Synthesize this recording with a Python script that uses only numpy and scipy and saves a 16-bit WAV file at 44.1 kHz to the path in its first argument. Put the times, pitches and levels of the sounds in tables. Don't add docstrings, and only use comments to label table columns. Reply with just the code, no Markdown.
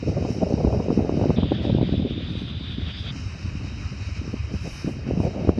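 import sys
import numpy as np
from scipy import signal
from scipy.fft import rfft, irfft, next_fast_len
from scipy.io import wavfile
from scipy.ndimage import uniform_filter1d, map_coordinates

SR = 44100
rng = np.random.default_rng(int(sys.argv[2]) if len(sys.argv) > 2 else 0)


def generate_wav(sig):
    pcm = np.round(np.clip(np.atleast_2d(sig).T, -1, 1) * 32767).astype(np.int16)
    wavfile.write(sys.argv[1], SR, pcm)


N = 246519

# [t/s, eddy level/dB, small-eddy level/dB]
WIND = [(0, -46.5, -65), (.1, -32.5, -38), (.3, -36, -36.5), (.5, -35, -36.5), (.75, -31, -32.5),
        (.95, -35, -42), (1.0, -41, -36.5), (1.2, -32, -32), (1.35, -29.5, -41), (1.55, -31.5, -44.5),
        (1.7, -30, -41), (2.05, -30, -51.5), (2.3, -37, -56), (2.6, -40.5, -56.5), (3.2, -41, -55),
        (3.5, -42, -55), (3.8, -38, -54.5), (4.15, -43, -57), (4.45, -42, -52.5), (4.78, -45, -54.5),
        (4.83, -48.5, -53), (4.88, -35.5, -48), (5.04, -42, -47.5), (5.25, -36, -39.5), (5.4, -35.5, -38.5),
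        (5.59, -33.5, -38.5)]
# [crest t/s, swing level/dB, pitch f/Hz, snap level re the swing/dB]
THUMPS = [(0.029, -18.5, 304, 0), (0.066, -20, 200, -10), (0.082, -11, 297, -15), (0.101, -14, 169, -20),
          (0.116, -18, 160, -20), (0.182, -15.5, 362, 4), (0.211, -20, 180, -15), (0.226, -16.5, 278, 5),
          (0.251, -13, 260, 3.5), (0.306, -12, 200, -29), (0.328, -22, 180, -24), (0.366, -16.5, 227, -28),
          (0.386, -17.5, 235, -10), (.42, -17.5, 297, -5), (.434, -6.5, 190, -3), (.508, -17, 460, -10),
          (.525, -12, 426, -27), (0.541, -6.5, 220, -27), (.604, -16, 353, 5), (0.649, -5, 250, -4),
          (0.673, -12, 257, 1.5), (0.728, -17, 315, 8), (.748, -15, 435, -10), (0.767, -16, 242, 1),
          (0.803, -16, 223, 7), (0.834, -29, 220, -15), (.885, -15, 408, 4.5), (.905, -7.5, 296, -0.5),
          (0.929, -13.5, 260, -6), (0.945, -24, 200, -18), (0.977, -5.5, 262, -20), (0.993, -8.5, 248, -2),
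          (1.007, -13.5, 282, 3), (1.025, -15, 260, 3), (1.049, -12, 330, -5), (1.071, -20, 350, 0),
          (1.095, -8.5, 350, 0), (1.125, -14.5, 253, -2), (1.143, -14.5, 310, -9), (1.155, -15, 200, -16),
          (1.173, -9.5, 270, -21), (1.197, -16, 383, 3.5), (1.214, -11, 364, 1.5), (1.221, -18, 170, -10),
          (1.238, -13, 220, 3), (1.258, -8, 305, -5), (1.284, -21, 170, -20), (1.297, -9, 288, -16),
          (1.305, -9.5, 427, 1.5), (1.371, -18, 220, -24), (1.386, -8.5, 235, -1), (1.433, -8.5, 192, 0.5),
          (1.457, -15, 239, -3), (1.476, -26, 260, -6), (1.52, -6.5, 284, -3), (1.543, -21, 200, -15),
          (1.605, -16.5, 260, -12), (1.652, -12, 288, 2), (1.672, -15.5, 220, -16), (1.698, -10.5, 210, 0),
          (1.728, -8, 180, -11), (1.75, -8, 280, -5.5), (1.786, -13.5, 285, 3.5), (1.813, -11.5, 286, 2),
          (1.83, -8.5, 260, -8), (1.878, -16, 189, -25), (1.894, -15.5, 300, -9), (1.926, -10.5, 202, -4),
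          (1.942, -17, 298, -6), (1.981, -14, 201, -30), (2.001, -21.5, 262, -9), (2.025, -13.5, 197, -5),
          (2.154, -29, 200, -15), (2.18, -17.5, 273, -14), (2.228, -26, 202, -12), (2.306, -22, 200, -10),
          (2.355, -21, 205, -3), (2.421, -19, 219, -35), (2.514, -27, 188, -18), (2.611, -21.5, 202, -18),
          (2.687, -26, 160, -25), (2.785, -17, 199, -10), (3.111, -22, 162, -23), (3.167, -25, 169, -18),
          (3.198, -28, 169, -23), (3.46, -26, 163, -28), (3.555, -20, 181, -29), (3.647, -25, 190, -1),
          (4.217, -21.5, 218, -16), (4.279, -21, 274, -11), (4.299, -27, 200, -20), (4.342, -16.5, 248, -9),
          (4.52, -23, 267, -19), (4.541, -16, 243, -12), (4.649, -26, 180, -15), (4.676, -21.5, 298, -5),
          (4.698, -38, 200, -18), (4.713, -36, 280, -17), (4.847, -15, 238, -18), (4.877, -16, 190, -13),
          (4.904, -23, 180, -13), (4.969, -26.5, 258, -20), (5.069, -22.5, 275, -32), (5.09, -16, 242, -12),
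          (5.111, -11.5, 360, -0.5), (5.137, -14.5, 193, -2), (5.176, -16, 200, -10),
          (5.203, -8.5, 245, -0.5), (5.235, -19, 258, 7.5), (5.252, -12.5, 184, 1.5),
          (5.269, -18.5, 362, 6), (5.292, -21.5, 370, -15), (5.363, -19, 268, -2), (5.398, -21, 221, -15),
          (5.41, -26, 200, -22), (5.425, -18, 192, -21), (5.45, -19, 200, -11), (5.475, -12, 238, 1),
          (5.493, -1, 311, -6), (5.585, -10.5, 263, -15)]
WHEEL_HZ = (2488, 3815, 4620, 5323, 6080, 7835, 9100, 9534, 9860, 10950, 11550, 12950, 14300)


def amp(db):
    return 10 ** (np.asarray(db) / 20)


def unit(x):
    return x / np.sqrt(np.mean(x ** 2) + 1e-20)


def colour(points):
    f, db = np.transpose(points)
    return lambda hz: amp(np.interp(np.log(hz + 1), np.log(f + 1), db))


def curves(rows):
    s, *cols = np.transpose(rows)
    return [np.interp(np.arange(N) / SR, s, c) for c in cols]


def wobble(rate):
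    knots = rng.standard_normal(int(N * rate / SR) + 4)
    return map_coordinates(knots, [np.arange(N) * rate / SR])


def filtered(x, response):
    m = next_fast_len(N + 8192)
    return irfft(rfft(x, m) * response(np.fft.rfftfreq(m, 1 / SR)), m)[..., :N]


def bells(rows, width_s, rise=1):
    t = np.arange(0, N + 64, 64) / SR
    s, height = np.transpose(rows)
    late = (t - s[:, None]) / np.reshape(width_s, (-1, 1))
    late = np.where(late < 0, late / rise, late)
    swells = height[:, None] / np.cosh(np.clip(1.76 * late, -50, 50))
    return np.interp(np.arange(N) / SR, t, swells.sum(axis=0))


def evened(x, share):
    envelope = np.abs(signal.hilbert(x, next_fast_len(N))[:N])
    return x / (envelope + 0.1 * x.std()) ** share


def stirring(s, db, rule):
    level_db, grows, width_s = rule
    swells = np.transpose([s, amp(level_db + grows * (db + 7.0))])
    return bells(swells, width_s, rise=0.73)


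def buffeting():
    # [f/Hz, relative level/dB]
    slow_colour, eddy_colour, small_colour = [(15, -64.5), (28, -35), (45, -5), (80, 1.5), (120, -4),
                                              (170, -18), (260, -55.5), (400, -120)], [(40, -120), (70, -37.5), (120, 3), (200, 1),
                                                            (320, -7.5), (450, -20), (650, -49.5),
                                                            (1000, -120)], [(150, -120), (260, -12), (420, 0),
                                                                          (600, -1.5), (800, -10.5),
                                                                          (1100, -25), (1500, -31.5),
                                                                          (2200, -60), (3000, -120)]
    # [crest t/s, level/dB, time scale/s]
    flurry_rows = [(0.036, -32, 0.0089), (.085, -29, .015), (.18, -27.5, 0.019), (.255, -27, 0.0067),
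                   (.21, -34, 0.007), (.291, -27, 0.0083), (.38, -33, 0.013), (.427, -26, 0.0066),
                   (.47, -30.5, 0.016), (0.509, -28, 0.0088), (.566, -37.5, .005), (.605, -31, 0.0058),
                   (0.643, -24, 0.0033), (0.706, -27.5, .007), (0.752, -26, 0.0051), (.826, -32, 0.0063),
                   (0.861, -34.5, .01), (.92, -26, .015), (1.072, -30, .005), (1.145, -32, 0.0069),
                   (1.197, -30, .005), (1.344, -35, 0.0051), (1.59, -37, 0.0051), (1.672, -26, 0.0051),
                   (1.774, -28, 0.0051), (1.833, -25, 0.0043), (1.939, -27.5, 0.0057), (2.001, -36, 0.0047),
                   (2.065, -35, 0.024), (2.206, -36.5, 0.0068), (2.354, -37.5, .007), (3.046, -42, 0.0068),
                   (3.617, -46, .006), (3.83, -44, .006), (3.925, -46, 0.0072), (4.25, -45.5, 0.015),
                   (4.335, -39, 0.0066), (4.665, -39, 0.023), (4.885, -34, .012), (5.449, -38, 0.007)]
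    # [level at a -7 dB drive/dB, growth/(dB per dB), time scale/s]
    eddy_stir, small_stir = (-31, 0.69, 0.022), (-30, 1, 0.012)

    eddy_db, small_db = curves(WIND)
    s, db, _, snap_db = np.transpose(THUMPS)
    slow_level = amp(-34.5 + 0.39 * (eddy_db - eddy_db.mean()))
    eddy_level = amp(eddy_db) + stirring(s, db, eddy_stir)
    small_level = amp(small_db) + stirring(s, db + 0.76 * snap_db, small_stir)
    flurry_level = bells([(at, amp(top)) for at, top, _ in flurry_rows], [w for *_, w in flurry_rows])

    lumps, flicks = np.tanh(wobble(40)), np.tanh(wobble(120))
    slow = filtered(amp(0.52 * lumps) * rng.standard_normal(N), colour(slow_colour))
    eddy = filtered(amp(5.3 * lumps + 1.3 * flicks) * rng.standard_normal(N), colour(eddy_colour))
    small = filtered(amp(2.5 * lumps + 6.9 * flicks) * rng.standard_normal(N), colour(small_colour))
    duller = lambda f: colour(small_colour)(1.13 * f)
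    flurry = filtered(amp(3.6 * flicks) * rng.standard_normal(N), duller)

    return (slow_level * unit(evened(slow, share=0.29))
            + eddy_level * unit(evened(eddy, share=0.25))
            + flurry_level * unit(evened(flurry, share=0.4))
            + small_level * unit(evened(small, share=0.11)))


def minor_thumps():
    count = 45
    s, scatter = rng.random(count) * N / SR, rng.standard_normal((count, 3))
    wind_db = np.interp(s, *np.transpose(WIND)[:2])
    db = wind_db + 13.5 + 2 * scatter[:, 0]
    hz = (185 + 17.5 * (wind_db - wind_db.mean())) * np.exp(0.14 * scatter[:, 1])
    snap_db = -9.5 + 5 * scatter[:, 2]
    return list(zip(s, db, hz, snap_db))


def thumps(turns=0.28, settles=1.71, sag=0.32, snap_hz=720, snap_s=0.00049, crisper_db=1.18):
    out, t = np.zeros(N + SR), np.arange(-SR // 20, SR // 20) / SR
    rows = list(THUMPS) + minor_thumps()
    chance = rng.standard_normal((len(rows), 2))
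    phase = np.pi / 2 * np.sign(chance[:, 0]) + 0.43 * chance[:, 1]
    for (s, db, hz, snap_db), start in zip(rows, phase):
        cycles = t * hz
        swell = np.exp(-(cycles / turns / np.where(t > 0, settles, 1)) ** 2 / 2)
        swing = swell * np.cos(2 * np.pi * (cycles - sag * cycles * np.tanh(cycles)) + start)
        crisp = amp(crisper_db * np.clip(db + snap_db + 10, -10, 10))
        snap_swell = np.exp(-np.sqrt(2.65 + (t * crisp / snap_s) ** 2))
        snap = snap_swell * np.cos(2 * np.pi * snap_hz * crisp * t + start)
        out[round(s * SR):][:len(t)] += amp(db) * (swing + amp(snap_db) * snap)
    return out[SR // 20:][:N]


def surges(sigma_s=0.0075):
    # [crest t/s, level/dB, pitch f/Hz]
    surge_rows = [(0.061, -25, 104), (0.095, -22, 94), (0.165, -28, 89), (0.23, -20, 96), (0.261, -26, 98),
                  (0.31, -25, 102), (0.332, -26, 100), (0.441, -28, 85), (0.47, -25, 75), (0.578, -23, 83),
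                  (0.659, -15, 70), (0.68, -12, 67), (0.735, -19, 85), (0.781, -18.5, 82), (0.807, -28, 93),
                  (0.901, -32, 89), (0.988, -19, 106), (1.02, -21, 87), (1.139, -23, 86),
                  (1.224, -14.5, 103), (1.287, -22, 100), (1.311, -18, 87), (1.391, -20, 87),
                  (1.441, -13, 97), (1.501, -24, 83), (1.612, -22, 90), (1.676, -20, 97), (1.724, -20, 104),
                  (1.766, -21, 86), (1.832, -16.5, 87), (1.928, -23, 87), (1.983, -16.5, 91),
                  (2.03, -21, 90), (2.133, -26, 106), (2.168, -30, 104), (2.202, -28, 86), (2.255, -28, 94),
                  (2.323, -26, 98), (2.375, -24, 84), (2.573, -26, 90), (2.684, -26, 99), (2.706, -31, 97),
                  (2.74, -25.5, 87), (2.834, -18.5, 84), (2.869, -23, 73.5), (2.95, -24.5, 88),
                  (3.009, -20.5, 87), (3.073, -25.5, 77), (3.159, -33, 85), (3.19, -31, 74),
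                  (3.223, -31, 83), (3.266, -23, 87), (3.401, -32, 81), (3.453, -20.5, 95),
                  (3.485, -21.5, 92), (3.572, -21.5, 87), (3.6, -29, 82), (3.648, -26, 87),
                  (3.742, -25, 86), (3.861, -19, 78), (4.02, -20.5, 84), (4.074, -21, 90),
                  (4.125, -23.5, 84), (4.197, -21, 89), (4.293, -27, 95.5), (4.406, -19, 90),
                  (4.447, -19.5, 82.4), (4.56, -19, 81), (4.619, -24, 84), (4.653, -28, 83),
                  (4.85, -33, 97), (4.911, -33, 101), (5.027, -35, 75), (5.123, -19, 77), (5.209, -17, 105),
                  (5.258, -21, 89), (5.284, -30, 92), (5.443, -29, 91), (5.492, -11.5, 84),
                  (5.522, -27, 84)]
    out, t = np.zeros(N + SR), np.arange(-SR // 20, SR // 20) / SR
    for (s, db, hz), turn in zip(surge_rows, rng.random(len(surge_rows))):
        swell = np.exp(-(t / sigma_s) ** 2 / 2)
        out[round(s * SR):][:len(t)] += amp(db) * swell * np.cos(2 * np.pi * (hz * t + turn))
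    return out[SR // 20:][:N]


def wind(soft_hz=2600, vent_hz=38):
    push = buffeting() + surges() + thumps()
    push = push / (1 + np.abs(push / .8) ** 4) ** (1 / 4)
    treble_loss = lambda f: 1 / (1 + (f / soft_hz) ** 8)
    vent_loss = lambda f: f ** 2 / np.sqrt(f ** 4 + vent_hz ** 4)
    return filtered(push, lambda f: treble_loss(f) * vent_loss(f))


def patchy(depth_db):
    z = signal.stft(rng.standard_normal(N + 512), nperseg=512)[2]
    field = uniform_filter1d(rng.standard_normal(z.shape), size=6, axis=0)
    field = uniform_filter1d(field, size=10, axis=1)
    return unit(signal.istft(z * amp(depth_db * unit(field)), nperseg=512)[1][:N])


def mode(f, hz, width):
    return 1j * f * width / (hz * hz - f * f + 1j * f * width)


def rolling_roar(knock_db, brighter_db, split_hz=4200):
    # [t/s, body level/dB, hiss level/dB]
    roar_rows = [(0, -49, -49), (.1, -48.5, -48.5), (.6, -48, -46), (.78, -50.5, -50), (1.3, -44.5, -49),
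                 (1.45, -49.5, -51), (1.95, -52.5, -51.5), (2.4, -48.5, -52.5), (2.6, -51.5, -52.5),
                 (2.8, -49, -51.5), (3.05, -50, -47), (3.13, -47.5, -49), (3.2, -46, -44.5),
                 (3.55, -47, -49.5), (4.1, -45, -46), (4.5, -47, -50), (4.85, -45.5, -50),
                 (5.0, -49.5, -53.5), (5.3, -48.5, -51), (5.59, -48, -52.5)]
    body_db, top_db = curves(roar_rows)
    rolling = amp(1.04 * wobble(24.91)) * patchy(depth_db=1.4)
    low = lambda f: 1 / (1 + (f / split_hz) ** 12)
    hum = lambda f: 1 + amp(-1.5) * mode(f, WHEEL_HZ[0], 27)
    body = filtered(rolling, lambda f: low(f) * hum(f))
    top = filtered(rolling, lambda f: 1 - low(f))
    duller_body = filtered(body, lambda f: 1 / (1 + (f / 2700) ** 4))
    knocks = (amp(knock_db) - 1) * duller_body
    return amp(body_db) * (body + knocks) + amp(top_db + brighter_db) * top


def flange_squeal(rub_db):
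    # [f/Hz, relative level/dB]
    rub_colour = [(1500, -69), (2500, -37.5), (5000, -37.5), (7000, -20.5), (9000, -10.5), (12000, 5),
                  (15200, -4.5)]
    # [bandwidth f/Hz, relative level/dB]
    wheel_modes = [(25, 32.5), (40, 8), (40, 8.5), (44, 12.5), (30, 26), (30, 14), (150, 5), (30, 20),
                   (30, 10), (70, 11.5), (120, 5), (200, -0.5), (80, 2.5)]
    rub = filtered(patchy(depth_db=3.5), colour(rub_colour))
    ring = np.zeros(N)
    for hz, (width, db) in zip(WHEEL_HZ, wheel_modes):
        flutter = amp(db - 3.0 + 2.5 * wobble(9))
        ring += flutter * filtered(rub, lambda f: mode(f, hz, width))
    grip_db = 0.64 * (rub_db + 29.0) + 1.5 * wobble(28)
    return amp(rub_db) * (rub + amp(grip_db) * ring)


def train(knock_s=0.029, rub_floor_db=-49):
    # [crest t/s, rise of the roar's lower body/dB]
    knock_rows = [(.31, 1), (1.2, 1), (1.63, 3.5), (2.9, 5.5), (3.07, 5.5), (3.69, 3), (3.85, 3), (5.08, 7),
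                  (5.25, 4.5)]
    # [crest t/s, level/dB, fall time scale/s]
    rub_rows = [(.09, -44, 0.02), (.2, -54, .05), (.31, -35.5, 0.061), (.49, -50, .03), (.8, -60.5, 0.16),
                (1.2, -46, 0.044), (.93, -48, 0.043), (1.63, -41, 0.054), (2.31, -38.5, 0.063),
                (2.4, -37, 0.081), (2.6, -48, 0.088), (2.73, -44, 0.06), (3.0, -37, 0.045),
                (3.129, -54, 0.02), (3.43, -50, .025), (3.83, -68, 0.025), (4.32, -43, 0.02),
                (4.55, -39, 0.06), (4.62, -39, 0.046), (4.69, -30.5, 0.1), (4.78, -34, 0.12),
                (4.9, -41, 0.059), (5.215, -37.5, 0.065)]
    knock_db = bells(knock_rows, knock_s)
    rubs = bells([(s, amp(db)) for s, db, _ in rub_rows], [w for *_, w in rub_rows], rise=0.44)
    rub_db = 20 * np.log10(amp(rub_floor_db) + rubs)
    brighter_db = 0.47 * knock_db + 0.29 * (rub_db - rub_floor_db - 3.5)
    return rolling_roar(knock_db, brighter_db) + flange_squeal(rub_db)


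def notched_port(air, null_hz=3485, wander_hz=50, width_hz=410):
    # [f/Hz, relative level/dB]
    notched_colour = [(250, -63.5), (500, -15), (1200, -7), (1900, -9.5), (2540, -3.5), (3050, -5.5),
                      (3320, -14.5), (3560, -12.5), (3780, -3), (4150, -14.5), (5400, -5), (7000, -22.5),
                      (9000, -33.5), (12000, -55), (15200, -63)]
    null = lambda hz: lambda f: colour(notched_colour)(f) * np.tanh((f - hz) / width_hz)
    lower, upper = (filtered(air, null(null_hz + side * wander_hz)) for side in (-1, 1))
    drift = (1 + np.tanh(wobble(4.4))) / 2
    leak = amp(-33 + 5.6 * wobble(9.1)) * filtered(air, lambda f: mode(f, null_hz, 300) ** 2)
    return amp(15.5) * ((1 - drift) * lower + drift * upper + leak)


def peaked_port(air):
    # [f/Hz, relative level/dB]
    peaked_colour = [(250, -65), (500, -14), (1000, -13.5), (1400, -11), (2000, -12), (2450, -9),
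                     (2800, -8), (3600, 1), (3950, -4.5), (4150, -16), (4350, -12.5), (4750, -12.5),
                     (5400, -22), (7000, -35.5), (9000, -46.5), (12000, -71.5), (15200, -71.5)]
    return amp(22.5) * filtered(air, colour(peaked_colour))


def scene():
    # [start t/s, end t/s]
    swap_times = (1.362, 3.113)
    t, air = np.arange(N) / SR, train()
    inside = np.minimum(t - swap_times[0], swap_times[1] - t)
    peaked = np.clip(inside / 0.005 + .5, 0, 1)
    return ((1 - peaked) * notched_port(air) + peaked * peaked_port(air) + wind())[None]


def record(dry):
    return filtered(dry, lambda hz: hz < 15250)


dry = scene()
out = record(dry)
generate_wav(out)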